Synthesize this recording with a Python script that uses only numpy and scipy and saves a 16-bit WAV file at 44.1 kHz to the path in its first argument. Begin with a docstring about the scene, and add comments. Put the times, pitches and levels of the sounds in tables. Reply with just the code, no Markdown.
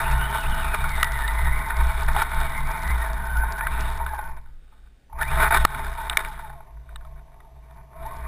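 """Wet churning and rattling, a wavering gear whine, knocks, splashes, short squeals and low thuds of a swaying arm:
a small electric crawler drives through a puddle and wet leaves, heard from a closed camera case on its body.
Water and twigs strike the plastic shell, whose modes ring; gears are mesh tones through the same shell.
Drops are short noise bursts, the camera arm is narrow low noise, squeals and servo are plain tones.
The cheap recorder takes 12000 samples a second and holds each one, which mirrors the sound into the treble."""
import sys
import numpy as np
from scipy import signal
from scipy.fft import rfft, irfft, next_fast_len
from scipy.io import wavfile
from scipy.ndimage import uniform_filter1d

SR = 44100
rng = np.random.default_rng(int(sys.argv[2]) if len(sys.argv) > 2 else 0)


def volts_from_decibels(level):
    """Turn decibel levels (scalar or array-like) into linear amplitude factors."""
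    exponent = np.asarray(level, float) / 20
    return 10 ** exponent


def master(y):
    """Save y as 16-bit WAV."""
    cut = np.clip(np.atleast_2d(y).T, -1, 1)
    pcm = np.round(cut * 32767)  # scale
    wavfile.write(sys.argv[1], SR, pcm.astype(np.int16))


N = 364707
TIME_S = np.arange(N) / SR

# Woods and electronics at rest. Each row: frequency in Hz, relative density in dB per Hz.
HUSH_COLOUR = [(47, -47), (80, -10), (174, -16.5), (605, -26.5), (868, -26), (1080, -45), (1520, -28.5),
               (3680, -37.5), (6000, -39), (7800, -76), (13200, -120)]
HUSH_RMS_DB = -63.5
# Steering servo holding the wheels. Each row: start in seconds, length in seconds, level in dB.
SERVO_HOLDS = [(5.085, 0.14, -74.5), (6.32, .15, -74), (6.55, 1.42, -76)]
SERVO_HZ = 5954
# Camera arm resonances: slow rock, bounce, flutter. Each row: frequency in Hz, width in Hz.
ARM_MODES = [(21, 18), (56, 12.6), (136, 32.2)]
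# Bumps under the wheels shake the arm. Each row: time in seconds, slow rock in dB, bounce in dB, flutter in dB.
ARM_BUMPS = [(0, -20, -26.5, -36.5), (.16, -32, -21, -32.5), (.5, -22.5, -29.5, -39.5),
             (.68, -30.5, -31, -43), (.85, -25.5, -31.5, -37.5), (1.0, -32, -29, -54.5),
             (1.17, -27.5, -31.5, -41), (1.33, -35, -25, -65), (1.48, -19, -23.5, -36),
             (1.83, -20, -19, -38.5), (2.1, -20, -24.5, -36.5), (2.401, -22, -29.5, -40.5),
             (2.65, -22.5, -34, -38.5), (2.92, -28, -20.5, -43.5), (3.15, -29.5, -31.5, -49),
             (3.4, -25.5, -21, -42), (3.72, -27, -28, -44.5), (3.87, -28.5, -30, -46),
             (4.03, -38, -29.5, -55), (4.3, -31, -41, -50), (4.55, -43.5, -55.5, -70.5),
             (4.85, -47, -50, -81), (5.0, -82, -78, -87), (5.22, -32, -30, -44.5),
             (5.371, -22, -25.5, -31.5), (5.53, -44, -27.5, -68), (5.63, -21.5, -24.5, -39),
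             (5.74, -48, -41, -40), (5.85, -22.5, -26.5, -45), (6.1, -42, -36.5, -52.5),
             (6.251, -33, -57, -53.5), (6.35, -54, -48, -58), (6.521, -41, -46, -52), (6.8, -61, -38, -56),
             (6.989, -39, -43, -58), (7.15, -47, -46, -51.5), (7.402, -48, -53.5, -65),
             (7.598, -57, -43.5, -56), (7.801, -50.5, -48, -52), (8.05, -35.5, -39, -47),
             (8.26, -40, -32, -60)]
BUMP_RISE_S, BUMP_FALL_S = 0.075, 0.13
# Drops on the camera case. Each row: start in seconds, strength in dB ahead of DROP_GAIN_DB.
CASE_DROPS = [(0.893, -31), (1.0273, -36), (1.044, -26), (1.7679, -32), (2.033, -35), (2.1325, -38),
              (2.2267, -32), (2.3456, -39), (2.4026, -33), (2.7152, -35), (2.768, -43), (2.832, -34),
              (2.8779, -34), (2.9083, -37), (3.3702, -37), (3.5228, -34), (3.5832, -39), (3.8082, -33),
              (3.976, -38), (4.315, -62), (5.2285, -31), (5.544, -27), (5.654, -35), (6.099, -38),
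              (6.17, -52), (8.0634, -40)]
DROP_GAIN_DB, DROP_DECAY_S = 8.0, 0.0016
PATTER_DB, PATTER_PER_S = -25.5, 170  # small drops: median strength re contact level, rate
# Falling squeals as the wheels slip and the gears slow. Each row: start in seconds, start pitch in Hz, level in dB.
SLIP_SQUEALS = [(3.998, 966, -27), (4.1, 904, -30), (5.97, 950, -23.5), (6.09, 735, -35.5),
                (6.259, 918, -30.5), (6.42, 914, -36), (6.5, 898, -42), (6.55, 707, -46)]
SLIP_S, SLIP_SAG_SHARE = .07, .11  # length, share of pitch lost
# Shell resonances. Each row: frequency in Hz, width in Hz, relative gain in dB.
SHELL_MODES = [(280, 12, -20), (412, 32.5, -12.5), (660.4, 27.3, 2), (899.2, 45.8, 5), (1072, 28.6, 3.5),
               (1210, 122, -2), (1503.6, 95.3, 0.5), (1640, 214, -5.5), (1850, 280, -7), (2056, 56, -7),
               (2256, 129, -8.5), (2450, 154, -10.5), (2902, 240, -20.5), (3368, 170, -19.5),
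               (3708, 118, -14), (4360, 100, -26.5), (4930, 970, -35.5)]
# Twigs and stones against the shell; near 4.7-4.9 s faint pitched blips, perhaps a bird or the motor.
# Each row: start in seconds, strength in dB, pitch in Hz, high modes in dB.
SHELL_KNOCKS = [(0.741, -17, 1470, -28), (0.841, -16, 1450, -28), (1.029, -3, 1905, -34),
                (1.044, -21, 1850, -4.5), (1.278, -21.5, 910, 1), (1.704, -17.5, 1467, -15),
                (2.083, -35, 1340, -29), (2.163, -11, 841, -10.5), (2.219, -14.5, 1365, -20),
                (3.435, -20, 890.4, -30), (3.608, -17, 1443, -39), (3.669, -14, 1542, -23),
                (4.003, -24, 850, -30), (4.063, -18.5, 1498, -18), (4.134, -25, 864, -57),
                (4.189, -18.5, 853, -33), (4.459, -48, 1510, -28), (4.725, -51, 875, -20),
                (4.792, -61, 1500, -20), (4.872, -51, 1510, -20), (5.097, -47, 893, -21),
                (5.128, -33, 893, -21), (5.211, -16.5, 1410, -13), (5.23, -18.5, 1760, -9),
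                (5.65, 8, 1247, -21.5), (5.746, -12, 1420, -22), (6.097, -14, 1900, 5),
                (6.129, -33.5, 900, 12.5), (6.171, -1, 2214, -17), (6.248, -17.5, 2280, -30),
                (6.395, -29, 915, -26), (6.498, -32, 833, -30), (6.605, -38, 860, -34),
                (6.77, -47.5, 955, -30), (6.89, -41, 1520, -34), (6.958, -29, 1770, -3.5),
                (7.009, -40, 1450, -15), (7.049, -39.5, 1280, -10), (7.403, -40.5, 1930, -22),
                (7.709, -44, 970, -8), (7.93, -40, 900, -20)]
RING_S, RING_SLOPE = .06, 1.1  # t60 at 1 kHz ahead of extra damping; higher spots die faster by this power
HARD_BLOW_DB = 1  # blows near this strength are damped by what struck them
# Gear teeth meeting, one list for each spell of driving.
# Each row: time in seconds, mesh rate in Hz ahead of sag and waver, drive in dB.
MESH_SPELLS = [
    [(0, 2630, -24.5), (.28, 3065, -18.5), (.55, 3000, -22.5), (.68, 2600, -22.5), (.85, 2330, -31.5),
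     (1.06, 1950, -21.5), (1.25, 1991, -24.5), (1.45, 2030, -23), (1.68, 2030, -26), (1.85, 2310, -32.5),
     (2.28, 2050, -31.5), (2.45, 2270, -29.5), (2.56, 2114, -27), (2.66, 2302, -30.5), (2.8, 2124, -25),
     (2.95, 2010, -31), (3.06, 1816, -28), (3.18, 1590, -37), (3.3, 1530, -28.5), (3.58, 1573, -28.5),
     (3.65, 1930, -23.5), (3.72, 2450, -28.5), (3.84, 2850, -27), (3.95, 2260, -56), (4.1, 1651, -29),
     (4.3, 1494, -44.5)],
    [(5.17, 1105, -52), (5.2, 1295, -35), (5.22, 1800, -19), (5.25, 1894, -24.5), (5.27, 2260, -25),
     (5.3, 2510, -27), (5.33, 3200, -19), (5.38, 3907, -35)],
    [(7.93, 620, -49), (8.02, 688, -41), (8.06, 875, -37), (8.1, 1060, -46), (8.18, 1104, -51),
     (8.27, 1150, -38)],
]
PINION_TEETH = 13
# Load on the gears dips the pitch briefly, about once per wheel turn.
# Each row: time in seconds, share of rate lost.
GEAR_SAGS = [(.12, 0.064), (.44, 0.11), (.64, .08), (.8, .07), (.97, .08), (1.246, .09), (1.47, .08),
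             (1.712, .1), (1.841, .1), (1.959, .1), (2.1, .08), (2.52, .08), (2.631, .08), (2.85, .07),
             (3.07, .07), (3.361, 0.058), (3.56, .05)]
SAG_S = .018
# Churn through water and leaves. Each row: time in seconds, contact level in dB, spray brightness in dB.
CHURN_COURSE = [(0, -23, -2.5), (.6, -25, 1), (1.0, -26, 1), (1.7, -26.5, -2), (2.1, -27, 0.5),
                (2.45, -26.5, 0), (3.1, -27, -3.5), (3.55, -29.5, -6), (3.8, -24.5, -0.5), (4.0, -30, -4),
                (4.3, -32.5, -15), (4.42, -49, -12), (4.56, -71, 17), (5.07, -80, 18.5), (5.1, -52.5, -41),
                (5.2, -28, -4), (5.33, -26.5, 1), (5.64, -26, 2), (5.72, -21, -2), (5.8, -17, -0.5),
                (5.93, -24.5, -1), (6.08, -28, -4), (6.22, -29, 0), (6.33, -33, -0.5), (6.45, -38.5, -1),
                (6.7, -56, -6), (6.85, -60.5, 4), (6.92, -54.5, 2), (7.1, -53, -3), (7.36, -61, 0),
                (7.55, -64.5, 9), (7.78, -44, -10.5), (7.9, -59, -12), (7.97, -42, -5.5), (8.27, -35, -3.5)]
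RUMBLE_DB = -20.5  # re contact level
MID_SHARE = 0.44  # mids brighten by this share of the spray brightness
# Splashes and scrapes along the shell. Each row: start in seconds, length in seconds, level in dB.
SHELL_SPLASHES = [(0, 0.004, -22), (.742, 0.005, -21), (2.082, 0.004, -25), (2.15, 0.08, -26),
                  (3.668, 0.0048, -32), (4.006, 0.019, -47), (4.135, 0.017, -44), (4.187, 0.0097, -31.5),
                  (4.37, 0.017, -46), (4.724, .02, -63), (4.76, 0.116, -65), (5.208, 0.027, -30),
                  (5.31, 0.054, -29), (5.375, 0.017, -17), (5.4, .04, -10.5), (5.45, 0.033, -17),
                  (5.51, 0.0044, -17.5), (5.525, 0.049, -14.5), (5.61, 0.014, -28), (5.745, 0.01, -33),
                  (6.105, .03, -26), (6.185, .025, -21.5), (6.25, 0.031, -36.5), (7.16, 0.036, -57),
                  (7.32, .02, -56)]
SPLASH_ATTACK_S, SPLASH_RELEASE_S = 0.0057, 0.0044
SPLASH_LOW_DB, SPLASH_MID_DB, SPLASH_HIGH_DB = -1, 1.5, -1  # colour of a splash
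# Wheels strain against branches, low shell modes hum. Each row: start in seconds, length in seconds, level in dB.
WHEEL_STRAINS = [(6.5, 1.357, -50), (7.96, .32, -42.5)]
CEILING_DB, RECOVERY_DB_PER_S, REACTION_S = -4, 20.5, 0.0029  # gain control
HELD_SAMPLES, TOP_HZ = 4, 15250  # recorder


def level(x, db):
    """Scale to an rms level."""
    return x * volts_from_decibels(db) / np.sqrt(np.mean(x ** 2))


def curves(tables):
    """Join tables end to end; one row of samples for each column after time."""
    s, *columns = np.concatenate(tables).T
    return [np.interp(TIME_S, s, column) for column in columns]


def walk(rate_hz):
    """Random levels held 1 / rate_hz seconds and slewed twice; spread 1."""
    k = int(SR / rate_hz)
    held = np.repeat(rng.standard_normal(N // k + 1), k)
    x = uniform_filter1d(uniform_filter1d(held, k), k)[:N]
    return x / x.std()


def band(x, lo_hz, hi_hz):
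    """Band-pass."""
    return signal.sosfilt(signal.butter(2, [lo_hz, hi_hz], "band", fs=SR, output="sos"), x)


def spells(rows, attack_s, release_s):
    """Sum of envelopes: linear attack ending at the start time, hold, exponential release."""
    envelope = np.zeros(N)
    for start_s, length_s, db in rows:
        attack = np.clip((TIME_S - start_s) / attack_s + 1, 0, 1)
        release = np.exp(-np.maximum(TIME_S - start_s - length_s, 0) / release_s)
        envelope += volts_from_decibels(db) * attack * release
    return envelope


def shell(x):
    """Ring the shell's modes as decaying sines; neighbours move in opposite sense."""
    t = np.arange(4096) / SR
    ring = np.zeros(len(t))
    for k, (hz, width_hz, db) in enumerate(SHELL_MODES):
        decay = width_hz * np.exp(-np.pi * width_hz * t)
        ring += (-1) ** k * volts_from_decibels(db) * decay * np.sin(2 * np.pi * hz * t)
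    return signal.fftconvolve(x, ring * 2 * np.pi / SR)[:len(x)]


def hush():
    """Faint steady hiss: noise given a fixed spectrum."""
    hz, db = np.transpose(HUSH_COLOUR)
    bin_hz = np.fft.rfftfreq(N, 1 / SR)
    colour = volts_from_decibels(np.interp(np.log(bin_hz + 1), np.log(hz), db))
    return level(irfft(rfft(rng.standard_normal(N)) * colour, N), HUSH_RMS_DB)


def servo():
    """The steering servo sings one thin, unsteady tone while it holds the wheels."""
    holds = spells(SERVO_HOLDS, 0.068, .015) * volts_from_decibels(0.73 * walk(59))
    return holds * np.sin(2 * np.pi * SERVO_HZ * TIME_S)


def rumble():
    """Tyres shake the whole frame: a broad low shudder that follows the churning."""
    contact_db, _ = curves([CHURN_COURSE])
    shudder = level(band(rng.standard_normal(N), 68, 190), -0.12)
    return volts_from_decibels(contact_db + RUMBLE_DB + 2.7 * walk(9)) * shudder


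def sway():
    """Bumps keep each arm mode swinging; the swing is steadier than plain noise."""
    out = np.zeros(N)
    coarse_s = np.arange(0, N + 64, 64) / SR
    bump_s, *strengths = np.transpose(ARM_BUMPS)
    late_s = coarse_s[:, None] - bump_s
    shape = np.exp(-np.where(late_s < 0, (late_s / BUMP_RISE_S) ** 2, late_s / BUMP_FALL_S))
    for (hz, width_hz), db in zip(ARM_MODES, strengths):
        noise = band(rng.standard_normal(N), hz - width_hz / 2, hz + width_hz / 2)
        swing = signal.hilbert(noise, next_fast_len(N))[:N]
        steady = swing.real / np.abs(swing) ** 0.68  # flattens the envelope
        steady = band(steady, hz - 0.88 * width_hz, hz + 1.13 * width_hz)
        strength = np.interp(TIME_S, coarse_s, shape @ volts_from_decibels(db))
        out += strength * level(steady, -.3)
    return out


def drops():
    """Short dry noise spatters: listed big ones, random small ones that follow the contact level."""
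    contact_db, _ = curves([CHURN_COURSE])
    scatter_db = 5 * rng.standard_normal(N)
    ticks = (rng.random(N) < PATTER_PER_S / SR) * volts_from_decibels(contact_db + PATTER_DB + scatter_db)
    start_s, db = np.transpose(CASE_DROPS)
    ticks[(start_s * SR).astype(int)] = volts_from_decibels(db)
    spatter = signal.lfilter([1], [1, -np.exp(-1 / (DROP_DECAY_S * SR))], ticks)
    return band(spatter * rng.standard_normal(N), 2700, 9000) * volts_from_decibels(DROP_GAIN_DB)


def slips():
    """Each squeal is a sine that swells, sags in pitch and fades."""
    out = np.zeros(N)
    u = np.arange(int(SLIP_S * SR)) / (SLIP_S * SR)  # 0 to 1 along the squeal
    for start_s, hz, db in SLIP_SQUEALS:
        i = int(start_s * SR)
        phase = 2 * np.pi * np.cumsum(hz * (1 - SLIP_SAG_SHARE * u)) / SR
        out[i:i + len(u)] += volts_from_decibels(db) * np.sin(np.pi * u ** .6) * np.sin(phase)
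    return out * volts_from_decibels(1.5 * walk(60))


def knocks():
    """A blow rings the shell around its pitch, with a tone at the struck spot; hard contacts add high modes."""
    out = np.zeros(N + 4096)
    t = np.arange(4096) / SR
    for start_s, db, hz, hard_db in SHELL_KNOCKS:
        ring = shell(rng.standard_normal(len(t)) * np.exp(-t / .002))
        spot = np.sin(2 * np.pi * hz * t) * (1 - np.exp(-t / .0008))
        parts = [spot, band(ring, .6 * hz, 2.2 * hz), band(ring, 2560, 4200)]
        damping = 1 + 0.14 * volts_from_decibels(hard_db) + volts_from_decibels(db - HARD_BLOW_DB)
        fade = np.exp(-np.log(1000) * t * (hz / 1000) ** RING_SLOPE / RING_S * damping)
        spot, near, high = (fade * p / np.abs(fade * p).max() for p in parts)
        blow = 0.63 * spot / (1 + volts_from_decibels(hard_db - 1.0)) + 0.8 * near + volts_from_decibels(hard_db) * high
        i = int(start_s * SR)
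        out[i:i + len(t)] += volts_from_decibels(db) * blow
    return out[:N]


def whine():
    """Worn teeth waver the mesh tone; an eccentric pinion adds a tone a turn above and below, flaring separately."""
    hz, drive_db = curves(MESH_SPELLS)
    sag = sum(share * np.exp(-((TIME_S - s) / SAG_S) ** 2) for s, share in GEAR_SAGS)
    waver = np.maximum(hz / 2000, 1) * (.009 * walk(30) + .017 * walk(110))
    phase = 2 * np.pi * np.cumsum(hz * (1 - sag + waver)) / SR
    turn = phase / PINION_TEETH
    tone = sum(volts_from_decibels(3.5 * walk(90) - 8 * abs(k)) * np.sin(phase + k * turn) for k in (-1, 0, 1))
    # every second tooth is stronger, and the teeth strike hard enough for an octave
    tone += volts_from_decibels(3 * walk(60) - 14) * np.sin(phase / 2)
    tone += volts_from_decibels(3 * walk(60) - 10) * np.sin(2 * phase)
    running = sum((TIME_S > m[0][0]) & (TIME_S < m[-1][0]) for m in MESH_SPELLS)
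    return shell(tone * running * volts_from_decibels(drive_db + 2 * walk(40) + 2.5 * walk(70)))


def rattle():
    """Dense small contacts in uneven flurries ring the shell; four bands follow churn, splashes and strain."""
    contact_db, bright_db = curves([CHURN_COURSE])
    strength_db = 2.6 * np.minimum(rng.exponential(size=N), 6)
    contacts = rng.standard_normal(N) * (rng.random(N) < 5000 / SR) * volts_from_decibels(strength_db)
    flurries = volts_from_decibels(0.27 * walk(14) + 1.4 * walk(40))
    ring = level(shell(contacts * flurries), -0.34)
    churn = volts_from_decibels(contact_db)
    splash = spells(SHELL_SPLASHES, SPLASH_ATTACK_S, SPLASH_RELEASE_S)
    strain = spells(WHEEL_STRAINS, .1, .03) * volts_from_decibels(2.5 * walk(11))
    low = volts_from_decibels(-2.2) * churn + volts_from_decibels(SPLASH_LOW_DB) * splash + strain
    body = churn + splash
    mid = volts_from_decibels(MID_SHARE * bright_db) * churn + volts_from_decibels(SPLASH_MID_DB) * splash
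    high = (volts_from_decibels(bright_db) * churn + volts_from_decibels(SPLASH_HIGH_DB) * splash) * volts_from_decibels(1.42 * walk(18))
    return (low * band(ring, 160, 734) + body * band(ring, 776, 1071)
            + mid * band(ring, 1127, 2297) + high * band(ring, 2720, 5600))


def scene():
    """Everything reaches one microphone."""
    background = hush() + servo() + rumble() + sway()
    return (background + drops() + slips() + knocks() + whine() + rattle())[None]


def gain_control(x):
    """A peak over the ceiling pulls the gain down a moment later; it creeps back at a steady rate in dB."""
    creep_db = RECOVERY_DB_PER_S * TIME_S
    peak_db = 20 * np.log10(np.abs(x[0]) + 1e-9)
    over_db = np.maximum.accumulate(peak_db + creep_db) - creep_db - CEILING_DB
    k = int(REACTION_S * SR)
    delayed_db = np.maximum(np.r_[np.zeros(k), over_db[:-k]], 0)
    return x * volts_from_decibels(-uniform_filter1d(delayed_db, k))


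def band_limit(x):
    """A steep low-pass at the top of the band."""
    return signal.sosfilt(signal.butter(12, 16460, fs=SR, output="sos"), x)


def record(dry):
    """Gain control, 12 kHz sampling, clipping, each sample held four times at 48 kHz, final rate, low-pass."""
    slow = signal.resample_poly(gain_control(dry), 40, 147, axis=1, padtype="edge")
    slow = np.clip(slow, -.5, .5)
    held = np.repeat(slow, HELD_SAMPLES, axis=1)
    mix = signal.resample_poly(held, 147, 160, axis=1, padtype="edge")[:, :N]
    mix = signal.sosfilt(signal.ellip(8, .2, 45, TOP_HZ, fs=SR, output="sos"), mix)
    return band_limit(mix)


dry = scene()
out = record(dry)
master(out)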